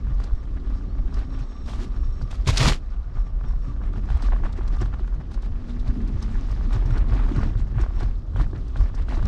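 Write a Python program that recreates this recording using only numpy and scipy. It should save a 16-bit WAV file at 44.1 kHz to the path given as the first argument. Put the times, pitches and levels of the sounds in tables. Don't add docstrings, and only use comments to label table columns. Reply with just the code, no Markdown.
import sys
import numpy as np
from scipy import signal
from scipy.fft import rfft, irfft, next_fast_len
from scipy.io import wavfile
from scipy.ndimage import uniform_filter1d

SR = 44100
rng = np.random.default_rng(int(sys.argv[2]) if len(sys.argv) > 2 else 0)


def dump_mix(stems):
    frames = np.atleast_2d(stems).T
    limited = np.clip(frames, -1, 1)
    pcm = np.round(limited * 32767).astype(np.int16)
    wavfile.write(sys.argv[1], SR, pcm)


N = 408807

# time_s, shake_db (mount), thud_db (tyres), boom_db (deck), rattle_db (frame), grit_db
TRACK_ROUGHNESS = [(0, -23.5, -35.5, -47, -61, -67), (0.5, -30, -46.5, -45, -58, -66),
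                   (1, -27.5, -34, -43.5, -62, -68.5), (1.5, -31, -49.5, -46, -56.5, -65),
                   (2, -31.5, -39, -45.5, -62.5, -69), (2.4, -23.5, -38, -48, -54, -61.5),
                   (2.85, -35, -43, -50.5, -61.5, -67), (3.3, -34.5, -36, -51, -60, -71.5),
                   (3.8, -25.5, -38, -44.5, -64.5, -73.5), (4.15, -28, -31.5, -44, -49.5, -59.5),
                   (4.45, -27.5, -31.5, -44.5, -51.5, -66), (4.8, -26.5, -36.5, -47.5, -53, -63),
                   (5.2, -29, -41.5, -46, -59.5, -68), (5.6, -29, -39, -45.5, -56.5, -64.5),
                   (6, -28.5, -34, -34.5, -54, -63.5), (6.2, -24.5, -31.5, -44, -51.5, -60.5),
                   (6.4, -23.5, -35, -45, -52, -57.5), (6.8, -21, -32, -44, -49.5, -60),
                   (7.2, -27, -32, -37.5, -51, -66), (7.45, -22, -28, -35.5, -51, -56.5),
                   (7.6, -27, -35.5, -44.5, -55, -66.5), (7.95, -27.5, -36, -42, -53, -63),
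                   (8.1, -27, -34, -44.5, -54.5, -63), (8.25, -31, -36, -50, -74, -69.5),
                   (8.35, -29, -30.5, -49, -65, -66), (8.5, -32, -31.5, -45, -63, -64),
                   (8.7, -28, -36.5, -45, -60.5, -63.5), (8.93, -26, -31, -47.5, -64, -68),
                   (9.07, -24.5, -32, -51, -61, -70), (9.27, -15.5, -29.5, -51, -44, -57)]
# peak_s, length_s, level_db
MOUNT_LURCHES = [(0.15, 0.1, -20.5), (0.332, 0.017, -14.5), (0.525, 0.062, -20), (0.705, 0.075, -21.5),
                 (0.962, 0.056, -23), (1.032, 0.054, -19), (1.173, 0.04, -16.5), (1.377, 0.065, -23),
                 (1.638, 0.037, -22), (1.777, 0.039, -15), (2.014, 0.17, -20), (2.24, 0.04, -25.5),
                 (2.406, 0.025, -20.5), (2.51, 0.05, -16), (2.662, 0.11, -17.5), (2.898, 0.095, -25),
                 (2.994, 0.029, -21), (3.078, 0.022, -20), (3.197, 0.055, -18.5), (3.345, 0.064, -20.5),
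                 (3.512, 0.13, -20.5), (3.743, 0.049, -26.5), (3.865, 0.031, -20), (4.03, 0.055, -23.5),
                 (4.145, 0.053, -14.5), (4.3, 0.095, -16.5), (4.439, 0.022, -15.5), (4.698, 0.14, -21.5),
                 (4.852, 0.21, -25), (5.023, 0.034, -21), (5.141, 0.049, -21.5), (5.377, 0.029, -21.5),
                 (5.504, 0.076, -20.5), (5.804, 0.076, -23), (5.896, 0.025, -18), (6.036, 0.065, -21.5),
                 (6.15, 0.029, -23), (6.363, 0.048, -22.5), (6.5, 0.03, -23), (6.85, 0.3, -21.5),
                 (7.014, 0.044, -16), (7.15, 0.17, -18), (7.244, 0.039, -21), (7.44, 0.05, -23.5),
                 (7.592, 0.061, -17.5), (7.735, 0.048, -26.5), (7.832, 0.084, -17), (7.976, 0.033, -17.5),
                 (8.06, 0.092, -20), (8.177, 0.026, -20), (8.409, 0.063, -16.5), (8.622, 0.019, -21.5),
                 (8.709, 0.04, -25), (8.817, 0.038, -11.5), (9.017, 0.03, -14.5), (9.187, 0.025, -16.5)]
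# peak_s, length_s, rattle_db, grit_db
WHEEL_BUMPS = [(0.097, 0.055, -53, -67), (0.236, 0.072, -50, -58.5), (0.571, 0.013, -51, -73),
               (0.728, 0.12, -58, -63.5), (0.978, 0.037, -53.5, -68), (1.084, 0.026, -56, -66),
               (1.182, 0.075, -47, -57), (1.34, 0.026, -49.5, -58), (1.403, 0.045, -51.5, -57.5),
               (1.706, 0.054, -46.5, -68), (1.805, 0.047, -48, -68), (1.956, 0.087, -55.5, -64),
               (2.054, 0.036, -56, -67), (2.225, 0.032, -64, -64), (2.334, 0.026, -61, -74),
               (2.914, 0.053, -58, -68), (3.178, 0.048, -53, -64), (3.264, 0.028, -57, -69),
               (3.477, 0.1, -54, -65.5), (3.67, 0.12, -55, -64), (3.852, 0.04, -48.5, -63),
               (3.973, 0.02, -47.5, -59), (4.128, 0.039, -45, -57), (4.253, 0.053, -48, -52),
               (4.337, 0.026, -43, -68), (4.464, 0.033, -42, -58.5), (4.578, 0.023, -51, -57),
               (4.677, 0.031, -57, -67), (4.735, 0.03, -47.5, -57), (4.818, 0.027, -41, -51.5),
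               (4.938, 0.0095, -44, -61), (5, 0.016, -59, -61), (5.134, 0.016, -55, -69),
               (5.206, 0.014, -48, -67), (5.342, 0.018, -52, -54), (5.444, 0.03, -51.5, -58),
               (5.71, 0.041, -53, -58.5), (5.884, 0.038, -47.5, -57), (6.238, 0.043, -52, -55),
               (6.377, 0.048, -48, -63), (6.507, 0.034, -49, -61), (6.749, 0.046, -42.5, -51),
               (6.903, 0.051, -48, -59), (6.972, 0.044, -40, -58), (7.147, 0.087, -42, -55.5),
               (7.265, 0.19, -45.5, -59.5), (7.405, 0.087, -42, -58), (7.595, 0.028, -56, -55.5),
               (7.81, 0.044, -42.5, -55.5), (8.02, 0.062, -46, -55.5), (8.404, 0.046, -42, -54),
               (8.566, 0.031, -50.5, -64), (8.805, 0.07, -48, -57), (8.87, 0.033, -51.5, -61),
               (8.994, 0.065, -47.5, -59.5), (9.133, 0.058, -41.5, -51.5)]
# peak_s, peak_db, pitch_hz, t60_s
HOLLOW_THUMPS = [(0.108, -21, 119, 0.045), (0.735, -35, 115, 0.11), (0.787, -35.5, 270, 0.12),
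                 (1.14, -35, 227, 0.046), (1.354, -32, 116.8, 0.13), (1.35, -33, 297, 0.019),
                 (1.418, -25, 120, 0.084), (1.708, -30, 109, 0.12), (1.743, -40, 240, 0.064),
                 (2.089, -26.5, 113, 0.099), (2.236, -21.5, 119, 0.092), (2.479, -14.5, 129, 0.19),
                 (2.495, -13, 86.6, 0.18), (2.615, -14, 122, 0.113), (2.67, -15.5, 139, 0.22),
                 (3.166, -26.5, 110, 0.087), (3.449, -22.5, 123, 0.037), (3.932, -32, 98, 0.144),
                 (3.976, -23, 105, 0.089), (4.108, -25, 124, 0.116), (4.239, -27.5, 250, 0.052),
                 (4.289, -33, 261, 0.057), (4.45, -31, 306, 0.037), (4.59, -29, 358.4, 0.059),
                 (4.735, -31.5, 270, 0.049), (4.818, -21.5, 112, 0.35), (4.82, -23.5, 342, 0.03),
                 (5.011, -33, 342, 0.049), (5.203, -36, 119.2, 0.13), (5.889, -22.5, 114.7, 0.067),
                 (5.897, -29, 237, 0.07), (6.02, -30.5, 218, 0.065), (6.105, -26.5, 210, 0.056),
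                 (6.146, -21.5, 121, 0.08), (6.522, -24.5, 106.8, 0.088), (6.681, -27.5, 234, 0.072),
                 (6.761, -17, 108, 0.075), (6.862, -21, 112, 0.11), (6.903, -31, 308, 0.034),
                 (6.926, -14, 101, 0.071), (6.968, -29, 292, 0.062), (7.086, -29, 243, 0.033),
                 (7.129, -17, 108, 0.16), (7.156, -26, 287, 0.052), (7.319, -19, 280, 0.029),
                 (7.382, -24, 139, 0.14), (7.385, -21.5, 312, 0.017), (7.463, -24.5, 254, 0.032),
                 (7.567, -18.5, 110, 0.13), (7.595, -32, 259.4, 0.043), (7.775, -14, 107.6, 0.1),
                 (7.8, -28, 335, 0.079), (8.031, -27, 322, 0.024), (8.034, -21, 111, 0.11),
                 (8.406, -25.5, 126, 0.17), (8.415, -28.5, 307, 0.057), (8.535, -25.5, 330, 0.012),
                 (8.95, -38, 241, 0.087), (9.125, -29.5, 256, 0.022), (9.18, -28, 330, 0.044)]
# centre_hz, width_hz, level_db
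FRAME_MODES = [(433, 130, -0.5), (650, 340, 3), (856, 390, 0.5), (1161, 160, 2), (1416, 110, -4.5),
               (1680, 220, -4.5)]
# centre_hz, width_hz, level_db
DECK_MODES = [(193.4, 73, 0.5), (250.5, 84.6, 1.5), (343.5, 104, -4), (414.5, 98, -10)]
# frequency_hz, density_db (per Hz)
GRIT_SPECTRUM = [(1180, -4.5), (2000, -6.5), (3800, -2), (5500, -4.5), (7850, -11.5), (10800, -18.5),
                 (14000, -49.5)]
# frequency_hz, density_db (per Hz)
ROLL_SPECTRUM = [(240, -32.5), (400, -11.5), (488, 0.5), (926, -8), (1180, -3.5), (2370, -28), (5490, -29),
                 (7830, -41), (12000, -40), (15600, -83.5), (22000, -120)]
# start_s, peak_db (snap and ring together, without the chatter), pitch_hz
PART_KNOCKS = [(0.069, -41, 592), (0.119, -43, 697), (0.2, -33, 676), (0.241, -39, 1160), (0.283, -41, 568),
               (0.308, -40, 643), (0.571, -42, 587), (0.672, -41, 563), (0.703, -38.5, 570),
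               (0.723, -43, 805), (0.755, -43, 1200), (0.81, -42, 1180), (0.952, -41, 751),
               (1.079, -41, 832), (1.092, -41, 1200), (1.125, -40, 1090), (1.172, -37, 552),
               (1.189, -41, 1500), (1.223, -44, 614), (1.326, -37, 544), (1.389, -43, 942),
               (1.685, -41, 1160), (1.702, -39, 762), (1.734, -33.5, 1000), (1.792, -38, 568),
               (1.941, -41, 1190), (1.964, -40, 554), (2.213, -36, 1210), (2.309, -41, 1010),
               (2.328, -33.5, 1100), (3.171, -36.5, 1100), (3.184, -38, 724), (3.41, -38.5, 1160),
               (3.441, -36, 1180), (3.508, -40, 716), (3.535, -41, 770), (3.762, -44, 598),
               (3.807, -43, 552), (3.815, -39, 1130), (3.889, -41, 552), (3.937, -37, 1260),
               (3.959, -36.5, 1260), (4.054, -42, 813), (4.088, -34, 1090), (4.102, -31, 1080),
               (4.149, -40, 729), (4.171, -33, 813), (4.188, -36, 781), (4.205, -33, 810),
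               (4.224, -31, 1030), (4.285, -30, 581), (4.321, -28.5, 620), (4.332, -25, 778),
               (4.361, -31, 590), (4.401, -38.5, 861), (4.436, -28, 837), (4.452, -30, 571),
               (4.464, -29, 598), (4.56, -40, 1070), (4.589, -37, 700), (4.609, -32, 770),
               (4.63, -44, 1500), (4.652, -41, 1060), (4.684, -38, 560), (4.703, -39, 565),
               (4.725, -41, 1200), (4.739, -37, 1700), (4.77, -37, 1170), (4.818, -29, 1180),
               (4.828, -32, 1500), (4.858, -35, 1300), (4.928, -38, 1250), (4.941, -38, 1100),
               (4.994, -38, 1250), (5.044, -40, 1200), (5.078, -39, 1200), (5.124, -42, 603),
               (5.142, -41, 1200), (5.317, -38, 614), (5.344, -39, 1500), (5.376, -38, 619),
               (5.432, -39, 619), (5.463, -41, 743), (5.855, -42, 803), (5.897, -36, 552),
               (6.226, -36.5, 554), (6.353, -33, 568), (6.486, -39, 1150), (6.507, -35, 573),
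               (6.527, -36, 598), (6.609, -36, 622), (6.707, -38, 1210), (6.727, -41, 1380),
               (6.748, -36, 603), (6.763, -27.5, 789), (6.823, -31.5, 787), (6.853, -37, 751),
               (6.877, -39, 842), (6.908, -30.5, 1240), (6.945, -31, 754), (6.968, -31, 659),
               (6.984, -33, 1170), (7.022, -36, 744), (7.042, -37, 552), (7.114, -35, 552),
               (7.122, -28, 547), (7.132, -28, 820), (7.148, -31, 552), (7.159, -35, 837),
               (7.196, -34, 1132), (7.238, -43, 820), (7.264, -29.5, 853), (7.286, -34, 692),
               (7.312, -34, 665), (7.369, -38, 890), (7.39, -30, 678), (7.404, -32, 1120),
               (7.431, -26, 1150), (7.473, -32, 842), (7.552, -37, 587), (7.601, -38, 816),
               (7.755, -39, 654), (7.783, -29, 1150), (7.791, -33, 813), (7.809, -38, 559),
               (7.836, -30, 676), (7.862, -31.5, 729), (7.906, -36.5, 740), (7.984, -38, 807),
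               (8.008, -30, 1086), (8.022, -31, 775), (8.03, -32, 643), (8.059, -37, 555),
               (8.336, -43, 633), (8.36, -29, 1150), (8.397, -28.5, 740), (8.409, -27, 638),
               (8.434, -40, 867), (8.465, -39, 1260), (8.531, -35, 580), (8.549, -41, 552),
               (8.57, -42, 800), (8.759, -30, 1190), (8.809, -35, 630), (8.838, -38, 554),
               (8.858, -38, 826), (8.898, -38, 557), (8.942, -37, 744), (8.978, -37, 720),
               (9.085, -32, 1240), (9.107, -35, 646), (9.123, -30, 1006), (9.137, -33, 597),
               (9.17, -29.5, 770), (9.193, -33, 548), (9.226, -30.5, 630)]
# time_s, treble_db, bass_over_treble_db (the leaf function offsets both levels)
LEAF_DRAGS = [
    [(1.63, -77, 11), (1.684, -54.5, 24), (1.786, -60.5, 15), (1.796, -57.5, 4), (1.83, -53.5, 2),
     (1.85, -60, 18), (1.89, -71, 12)],
    [(2.29, -85, 37), (2.314, -52, 12), (2.322, -61, 23), (2.35, -56, 7), (2.39, -75, 40)],
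    [(2.45, -62, 20), (2.464, -59, 22), (2.476, -30.5, 19.5), (2.505, -35.5, 18.5), (2.52, -44.5, 19),
     (2.552, -44, 20), (2.56, -45, 16)],
    [(2.56, -41.5, -3), (2.578, -34, -6), (2.594, -35, 22), (2.602, -33, 16.5), (2.68, -29.5, 17.5),
     (2.728, -39, 17.5), (2.79, -67.5, 26)],
]
# frequency_hz, density_db (per Hz)
LEAF_SPECTRUM = [(240, -35), (400, -2), (438, -31), (617, -5.5), (1160, -8), (1380, -8.5), (3820, -8.5),
                 (6940, -14), (14200, -26.5)]
# peak_s, level_db (10.5 dB over the rms it scales), t60_s, centre_hz
LEAF_SLAPS = [(2.461, -31, 0.027, 2200), (2.476, -23, 0.02, 1500), (2.48, -14, 0.015, 2700),
              (2.49, -15, 0.011, 1200), (2.4985, -18, 0.021, 3000), (2.531, -32, 0.008, 2500),
              (2.5671, -30, 0.0084, 1300), (2.574, -7.5, 0.025, 3970), (2.581, -7.5, 0.015, 5100),
              (2.605, -12, 0.046, 2300), (2.627, -12.5, 0.033, 1210), (2.658, -9, 0.025, 1150),
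              (2.689, -12.5, 0.034, 1890), (2.722, -12.5, 0.013, 1200), (2.7342, -18, 0.007, 2520)]
# time_s, pitch_hz, level_db (the last two wander around these)
MOTOR_HUM = [(0.0, 267.6, -55), (0.6, 283, -50), (1.05, 264, -57), (1.4, 270.4, -50), (1.9, 284.4, -61),
             (2.9, 263, -67.5), (3.6, 287.5, -56), (4.0, 285, -50.5), (4.4, 283, -54), (5.0, 264, -70),
             (5.38, 226, -51.5), (5.5, 243, -45.5), (5.78, 239.6, -45), (5.98, 249.3, -43),
             (6.05, 217, -40), (6.3, 221.6, -43), (6.44, 242, -46), (6.7, 256, -55), (7.13, 251.8, -55.5),
             (8.29, 236, -63), (9.27, 262, -57)]
# time_s, low_ring_db, high_modes_db
PAD_RUB = [(0.0, -70, -82), (1.06, -69, -78), (1.3, -59.5, -68), (1.62, -58, -66), (1.85, -57, -71),
           (2.0, -58, -68), (2.44, -61, -78), (2.8, -70.5, -88), (3.6, -70, -80), (4.32, -64, -82),
           (4.8, -60, -82), (5.2, -70, -90)]
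# peak_s, length_s, high_modes_db, low_ring_db
DISC_PINGS = [(0.098, .08, -77, -61), (0.372, .06, -68, -58), (0.53, 0.037, -81, -63),
              (0.68, .07, -76, -66), (0.766, 0.075, -72, -55.5), (1.005, 0.12, -78, -65),
              (1.174, .06, -66, -62), (1.336, .05, -64, -59), (1.53, 0.13, -63, -68),
              (2.05, 0.03, -62, -55), (2.155, .06, -61, -67), (2.24, 0.057, -69, -53.5),
              (2.648, 0.063, -70, -34), (2.926, 0.042, -76, -60), (3.183, 0.056, -66, -57),
              (3.27, .04, -71, -56), (3.485, 0.054, -63.5, -57), (3.668, 0.064, -66, -51),
              (3.842, 0.044, -80, -52), (3.967, 0.053, -74, -52.5), (4.25, 0.066, -68, -49),
              (4.792, .05, -72, -49), (6.733, 0.038, -62, -45), (6.859, .03, -64, -62),
              (6.94, .02, -58, -53), (7.368, .03, -64, -60), (7.43, .03, -61, -50), (7.48, .03, -62, -65),
              (7.82, .03, -58, -55), (7.97, .04, -63, -65), (8.798, 0.055, -69, -53), (8.87, .04, -72, -62)]
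# centre_hz, width_hz, level_db
DISC_LOW_MODES = [(1172, 37, 0.5), (1112, 60, -10.5), (1246, 70, -10)]
# centre_hz, width_hz, level_db
DISC_HIGH_MODES = [(3660, 70, -4), (3950, 80, -6), (4440, 130, -10), (5490, 70, 2), (5570, 150, -2),
                   (6470, 160, -6), (7750, 250, -7)]
# time_s (peak 3 ms later), level_db (9.5 dB over the rms it scales), centre_hz, t60_s
BRIGHT_TICKS = [(0.2014, -44, 4530, 0.04), (0.2395, -34.5, 5050, 0.022), (0.4529, -53, 3110, 0.04),
                (1.141, -37.5, 4700, 0.033), (1.189, -43, 3000, 0.05), (1.389, -44, 2700, 0.06),
                (1.6591, -43, 4080, 0.032), (1.696, -38, 3200, 0.034), (1.734, -37, 3080, 0.037),
                (1.9624, -50, 3700, 0.043), (2.217, -42, 4680, 0.087), (2.3107, -36.5, 3520, 0.044),
                (2.4603, -40, 3430, 0.04), (3.825, -63, 3270, 0.049), (3.862, -54, 7500, 0.04),
                (3.9304, -49, 3715, 0.047), (4.055, -50, 5000, 0.04), (4.1016, -39.5, 3100, 0.031),
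                (4.1702, -40, 3170, 0.044), (4.222, -34.5, 4860, 0.053), (4.3687, -49, 3420, 0.04),
                (4.4616, -44, 3164, 0.044), (4.526, -39, 4460, 0.032), (4.57, -48, 2900, 0.05),
                (4.63, -49, 3300, 0.03), (4.6775, -37.5, 4860, 0.035), (4.728, -49, 5000, 0.06),
                (4.765, -46, 5500, 0.04), (4.7858, -42, 3420, 0.04), (4.8133, -34.5, 5500, 0.04),
                (4.8554, -42, 3500, 0.036), (4.9295, -63, 4200, 0.036), (4.9864, -61, 4570, 0.025),
                (5.0746, -46, 3580, 0.033), (5.14, -53, 3500, 0.03), (5.3147, -41, 3960, 0.04),
                (5.34, -40.5, 4820, 0.034), (5.421, -43, 3970, 0.053), (5.6758, -51, 3200, 0.037),
                (5.6947, -45, 3360, 0.073), (5.794, -44, 4000, 0.077), (5.8768, -41, 4270, 0.042),
                (6.0764, -41.5, 4510, 0.042), (6.225, -31, 5186, 0.029), (6.5122, -40.5, 4928, 0.059),
                (6.729, -34, 2930, 0.049), (6.8565, -42.5, 4890, 0.065), (6.9065, -43, 3510, 0.036),
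                (6.9359, -47, 3600, 0.044), (6.9777, -36, 4100, 0.048), (7.0868, -47, 3480, 0.034),
                (7.134, -45, 3520, 0.043), (7.1739, -52, 3570, 0.034), (7.2607, -55, 3090, 0.04),
                (7.2881, -43, 4470, 0.04), (7.3178, -43, 3340, 0.06), (7.361, -39.5, 4480, 0.051),
                (7.4353, -39, 4200, 0.036), (7.77, -59, 3422, 0.037), (7.8116, -39, 6200, 0.037),
                (8.001, -36.5, 4400, 0.045), (8.0292, -38, 4050, 0.041), (8.365, -41, 3180, 0.038),
                (8.415, -41, 4000, 0.07), (8.6803, -46.5, 4870, 0.045), (8.7668, -41, 3560, 0.06),
                (8.885, -49, 3500, 0.04), (8.949, -39, 5200, 0.043), (9.02, -45.5, 4000, 0.05),
                (9.089, -39, 3590, 0.039), (9.1768, -42, 3370, 0.033), (9.227, -41, 3620, 0.042),
                (9.2547, -33.5, 5200, 0.017)]
# time_s, pitch_hz, level_db (the last two waver around these)
BIRD_WHISTLE = [(0.82, 3480, -78), (0.84, 3620, -71), (0.855, 3760, -67), (0.875, 3900, -71),
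                (0.893, 4180, -68), (0.912, 4430, -67), (0.94, 4540, -72), (0.99, 4560, -76),
                (1.03, 4560, -80)]

RISE_SHARE = 0.46
THUD_FLICKER_DB, BOOM_FLICKER_DB = 4.5, 2
BOOM_OVER_DB = 2
ROLL_DB = -56.5
SAND_SHARE = 0.4
SNAP_HZ, SNAP_WIDTH_HZ, SNAP_SHARE = 1120, 750, 0.17
PART_CYCLES, PART_SHARE = 2.8, 0.79
SLAP_RISE_S = 0.0034
TICK_RING_DB = -18.5
MIC_HZ, TOP_HZ = 7700, 14300


def undb(db):
    return 10 ** (np.asarray(db) / 20)


def unit(x):
    return x / np.sqrt(np.mean(x ** 2))


def curves(*tables):
    s, *columns = np.vstack(tables).T
    return [np.interp(np.arange(N) / SR, s, column) for column in columns]


def between(first, last, fade_s):
    start, end = first[0][0], last[-1][0]
    return np.interp(np.arange(N) / SR, [start - fade_s, start, end, end + fade_s], [0, 1, 1, 0])


def band(x, hz, width_hz):
    return signal.lfilter(*signal.iirpeak(hz, hz / width_hz, SR), x)


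def ring(x, modes):
    return sum((-1) ** k * undb(db) * band(x, hz, width_hz) for k, (hz, width_hz, db) in enumerate(modes))


def colour(x, spectrum):
    hz, db = np.transpose(spectrum)
    size = next_fast_len(N)
    f = np.maximum(np.fft.rfftfreq(size, 1 / SR), 1)
    gain = undb(np.interp(np.log(f), np.log(hz), db))
    return irfft(rfft(x, size) * gain, size)[:N]


def walk(rate):
    k = int(SR / rate)
    steps = np.repeat(rng.standard_normal(N // k + 1), k)
    return unit(uniform_filter1d(uniform_filter1d(steps, k), k)[:N])


def grains(rate, spread_db):
    hit = rng.random(N) < rate / SR
    return hit * rng.standard_normal(N) * undb(spread_db * rng.exponential(size=N))


def even(x, window_s):
    k = int(window_s * SR)
    power = uniform_filter1d(uniform_filter1d(x ** 2, k), k)
    return unit(x / np.sqrt(power))


def blow(size, t60_s, rise_s):
    t = np.arange(size) / SR
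    fall = np.exp(-np.log(1000) * np.maximum(t - rise_s, 0) / t60_s)
    return np.minimum(t / rise_s, 1) * fall


def swells(peak_s, length_s, db):
    power, t = np.zeros(N), np.arange(N) / SR
    for peak, span, gain in zip(peak_s, length_s, undb(db)):
        near = slice(max(int((peak - 4 * span) * SR), 0), int((peak + 4 * span) * SR))
        d = t[near] - peak
        half_s = span * np.where(d < 0, RISE_SHARE, 1 - RISE_SHARE)
        power[near] += gain ** 2 * 0.5 ** ((d / half_s) ** 2)
    return power


def jolted(steady_db, peak_s, length_s, db):
    return np.sqrt(undb(steady_db) ** 2 + swells(peak_s, length_s, db))


def rumble():
    shake_db, thud_db, *_ = curves(TRACK_ROUGHNESS)
    push = rng.standard_normal(N)
    shake = even(band(push, 34.0, 17.0) + 0.35 * band(push, 42.1, 12), 0.044)
    shake = unit(signal.sosfilt(signal.butter(3, 60, fs=SR, output="sos"), shake))
    thud = even(band(band(rng.standard_normal(N), 83.4, 55), 82.0, 85), 0.035)
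    thud = unit(thud * undb(THUD_FLICKER_DB * walk(25)))
    return jolted(shake_db, *np.transpose(MOUNT_LURCHES)) * shake + undb(thud_db) * thud


def thumps():
    size = 8192
    out, t = np.zeros(N + size), np.arange(size) / SR
    for peak_s, db, hz, t60_s in HOLLOW_THUMPS:
        rise_s = 2 / hz
        i = int((peak_s - rise_s) * SR)
        out[i:i + size] += undb(db) * np.sin(2 * np.pi * hz * t) * blow(size, t60_s, rise_s)
    return out[:N]


def rattle():
    *_, boom_db, rattle_db, grit_db = curves(TRACK_ROUGHNESS)
    peak_s, length_s, bump_db, crunch_db = np.transpose(WHEEL_BUMPS)
    flicker = walk(60)
    contacts = uniform_filter1d(grains(1800, 0.8), size=8)
    frame = sum(undb(db + 5.6 * walk(45)) * band(contacts, hz, width_hz) for hz, width_hz, db in FRAME_MODES)
    frame = even(frame * undb(2.3 * flicker), 0.043)
    boom = even(ring(rng.standard_normal(N), DECK_MODES) * undb(0.34 * flicker), 0.048)
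    boom = unit(boom * undb(BOOM_FLICKER_DB * walk(18)))
    roll = unit(colour(rng.standard_normal(N), ROLL_SPECTRUM))

    out = jolted(rattle_db, peak_s, length_s, bump_db) * frame
    out += jolted(boom_db, peak_s, length_s, bump_db + BOOM_OVER_DB) * boom
    out += jolted(grit_db, peak_s, length_s, crunch_db) * grit(flicker)
    return out + undb(ROLL_DB) * roll


def grit(flicker):
    bits = np.zeros(N)
    for hz in 2000 * 2 ** np.arange(0, 2.8, 1 / 3):
        cracks = band(band(grains(2500, 3), hz, 0.31 * hz), hz, 0.31 * hz)
        bits += cracks / np.sqrt(hz) * undb(4.5 * walk(70))
    bits = even(colour(bits, GRIT_SPECTRUM) * undb(2.0 * flicker), 0.055)
    sand = signal.sosfilt(signal.butter(2, 1700, "high", fs=SR, output="sos"), rng.standard_normal(N))
    sand = unit(colour(sand, GRIT_SPECTRUM))
    return np.sqrt(1 - SAND_SHARE) * bits + np.sqrt(SAND_SHARE) * sand


def knocks():
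    start_s, peak_db, part_hz = np.transpose(PART_KNOCKS)
    size, chatter_size = 1024, 8192
    out, chatter_gain = np.zeros(N + size), np.zeros(N + chatter_size)
    push = np.r_[np.hanning(17), np.zeros(size - 17)]
    snap = unit(band(push, SNAP_HZ, SNAP_WIDTH_HZ))
    common = SNAP_SHARE * snap + (1 - SNAP_SHARE) * unit(ring(push, FRAME_MODES))
    rise_s = 0.0026
    chatter_blow = blow(chatter_size, 0.018, rise_s)
    signs = rng.choice([-1, 1], len(start_s))
    for start, gain, hz, sign in zip(start_s, undb(peak_db), part_hz, signs):
        knock = common + PART_SHARE * unit(band(push, hz, hz / PART_CYCLES))
        out[int(start * SR):][:size] += sign * gain * knock / np.abs(knock).max()
        i = max(int((start + 0.0028 - rise_s) * SR), 0)
        chatter_gain[i:i + chatter_size] += gain * chatter_blow
    chatter = unit(ring(uniform_filter1d(grains(4300, 0.78), size=8), FRAME_MODES))
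    return out[:N] + undb(-9.5) * chatter * chatter_gain[:N]


def leaves():
    treble_db, bass_db = curves(*LEAF_DRAGS)
    touch = np.max([between(part, part, 0.009) for part in LEAF_DRAGS], axis=0)
    rustle = unit(colour(grains(14000, 0.75), LEAF_SPECTRUM))
    push = even(band(band(rng.standard_normal(N), 62, 158), 110, 530), 0.016)
    push = push * between(LEAF_DRAGS[2], LEAF_DRAGS[3], 0.01)
    drag = undb(6.5) * rustle * touch + undb(bass_db - 10.0) * push
    out = undb(treble_db + 1.56 * walk(150)) * drag
    size = 4096
    noise = rng.standard_normal((len(LEAF_SLAPS), size))
    for (peak_s, db, t60_s, hz), x in zip(LEAF_SLAPS, noise):
        slap = unit(band(band(x, hz, 0.59 * hz), hz, 1.7 * hz))
        slap = undb(db - 10.5) * slap * blow(size, t60_s, SLAP_RISE_S)
        out[int((peak_s - SLAP_RISE_S) * SR):][:size] += slap
    return out


def motor():
    hz, db = curves(MOTOR_HUM)
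    gain = np.sqrt(2) * undb(db + 2.7 * walk(14))
    return gain * np.sin(2 * np.pi * np.cumsum(hz * (1 + 0.011 * walk(25))) / SR)


def sing(modes, rate, patchy_db):
    out = np.zeros(N)
    for hz, width_hz, db in modes:
        tone = even(band(band(grains(3000, 1.7), hz, width_hz), hz, 3 * width_hz), 0.1)
        out += undb(db + patchy_db * walk(rate)) * tone
    return unit(out)


def disc():
    low_db, high_db = curves(PAD_RUB)
    rubbing = between(PAD_RUB, PAD_RUB, 0.3)
    peak_s, length_s, ping_high_db, ping_low_db = np.transpose(DISC_PINGS)
    low_gain = np.sqrt(swells(peak_s, length_s, ping_low_db) + (undb(low_db) * rubbing) ** 2)
    high_gain = np.sqrt(swells(peak_s, length_s, ping_high_db) + (undb(high_db) * rubbing) ** 2)
    return low_gain * sing(DISC_LOW_MODES, 25, 3.2) + high_gain * sing(DISC_HIGH_MODES, 45, 2.0)


def ticks():
    size, rise_s = 8192, 0.007
    out = np.zeros(N + size)
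    noise = rng.standard_normal((len(BRIGHT_TICKS), size))
    for (s, db, hz, t60_s), x in zip(BRIGHT_TICKS, noise):
        around_pitch = band(band(x, hz, 0.28 * hz), hz, 2.0 * hz)
        wide = band(band(x, 6500, 5500), 4900, 6500)
        tick = unit(around_pitch + 0.22 * wide) + undb(TICK_RING_DB) * unit(ring(x, DISC_HIGH_MODES))
        i = int((s - 0.004) * SR)
        out[i:i + size] += undb(db - 9.5) * tick * blow(size, t60_s, rise_s)
    return out[:N]


def bird():
    hz, db = curves(BIRD_WHISTLE)
    tone = np.sin(2 * np.pi * np.cumsum(hz * (1 + 0.015 * walk(500))) / SR)
    return undb(db + 2.5 * walk(90)) * between(BIRD_WHISTLE, BIRD_WHISTLE, 0.015) * tone


def scene():
    ride = rumble() + thumps() + rattle() + knocks()
    return (ride + leaves() + motor() + disc() + ticks() + bird())[None]


def record(dry):
    dry = signal.sosfilt(signal.butter(2, 15, "high", fs=SR, output="sos"), dry)
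    dry = signal.sosfilt(signal.butter(2, MIC_HZ, fs=SR, output="sos"), dry)
    return signal.sosfilt(signal.ellip(8, 0.2, 70, TOP_HZ, fs=SR, output="sos"), dry)


dry = scene()
out = record(dry)
dump_mix(out)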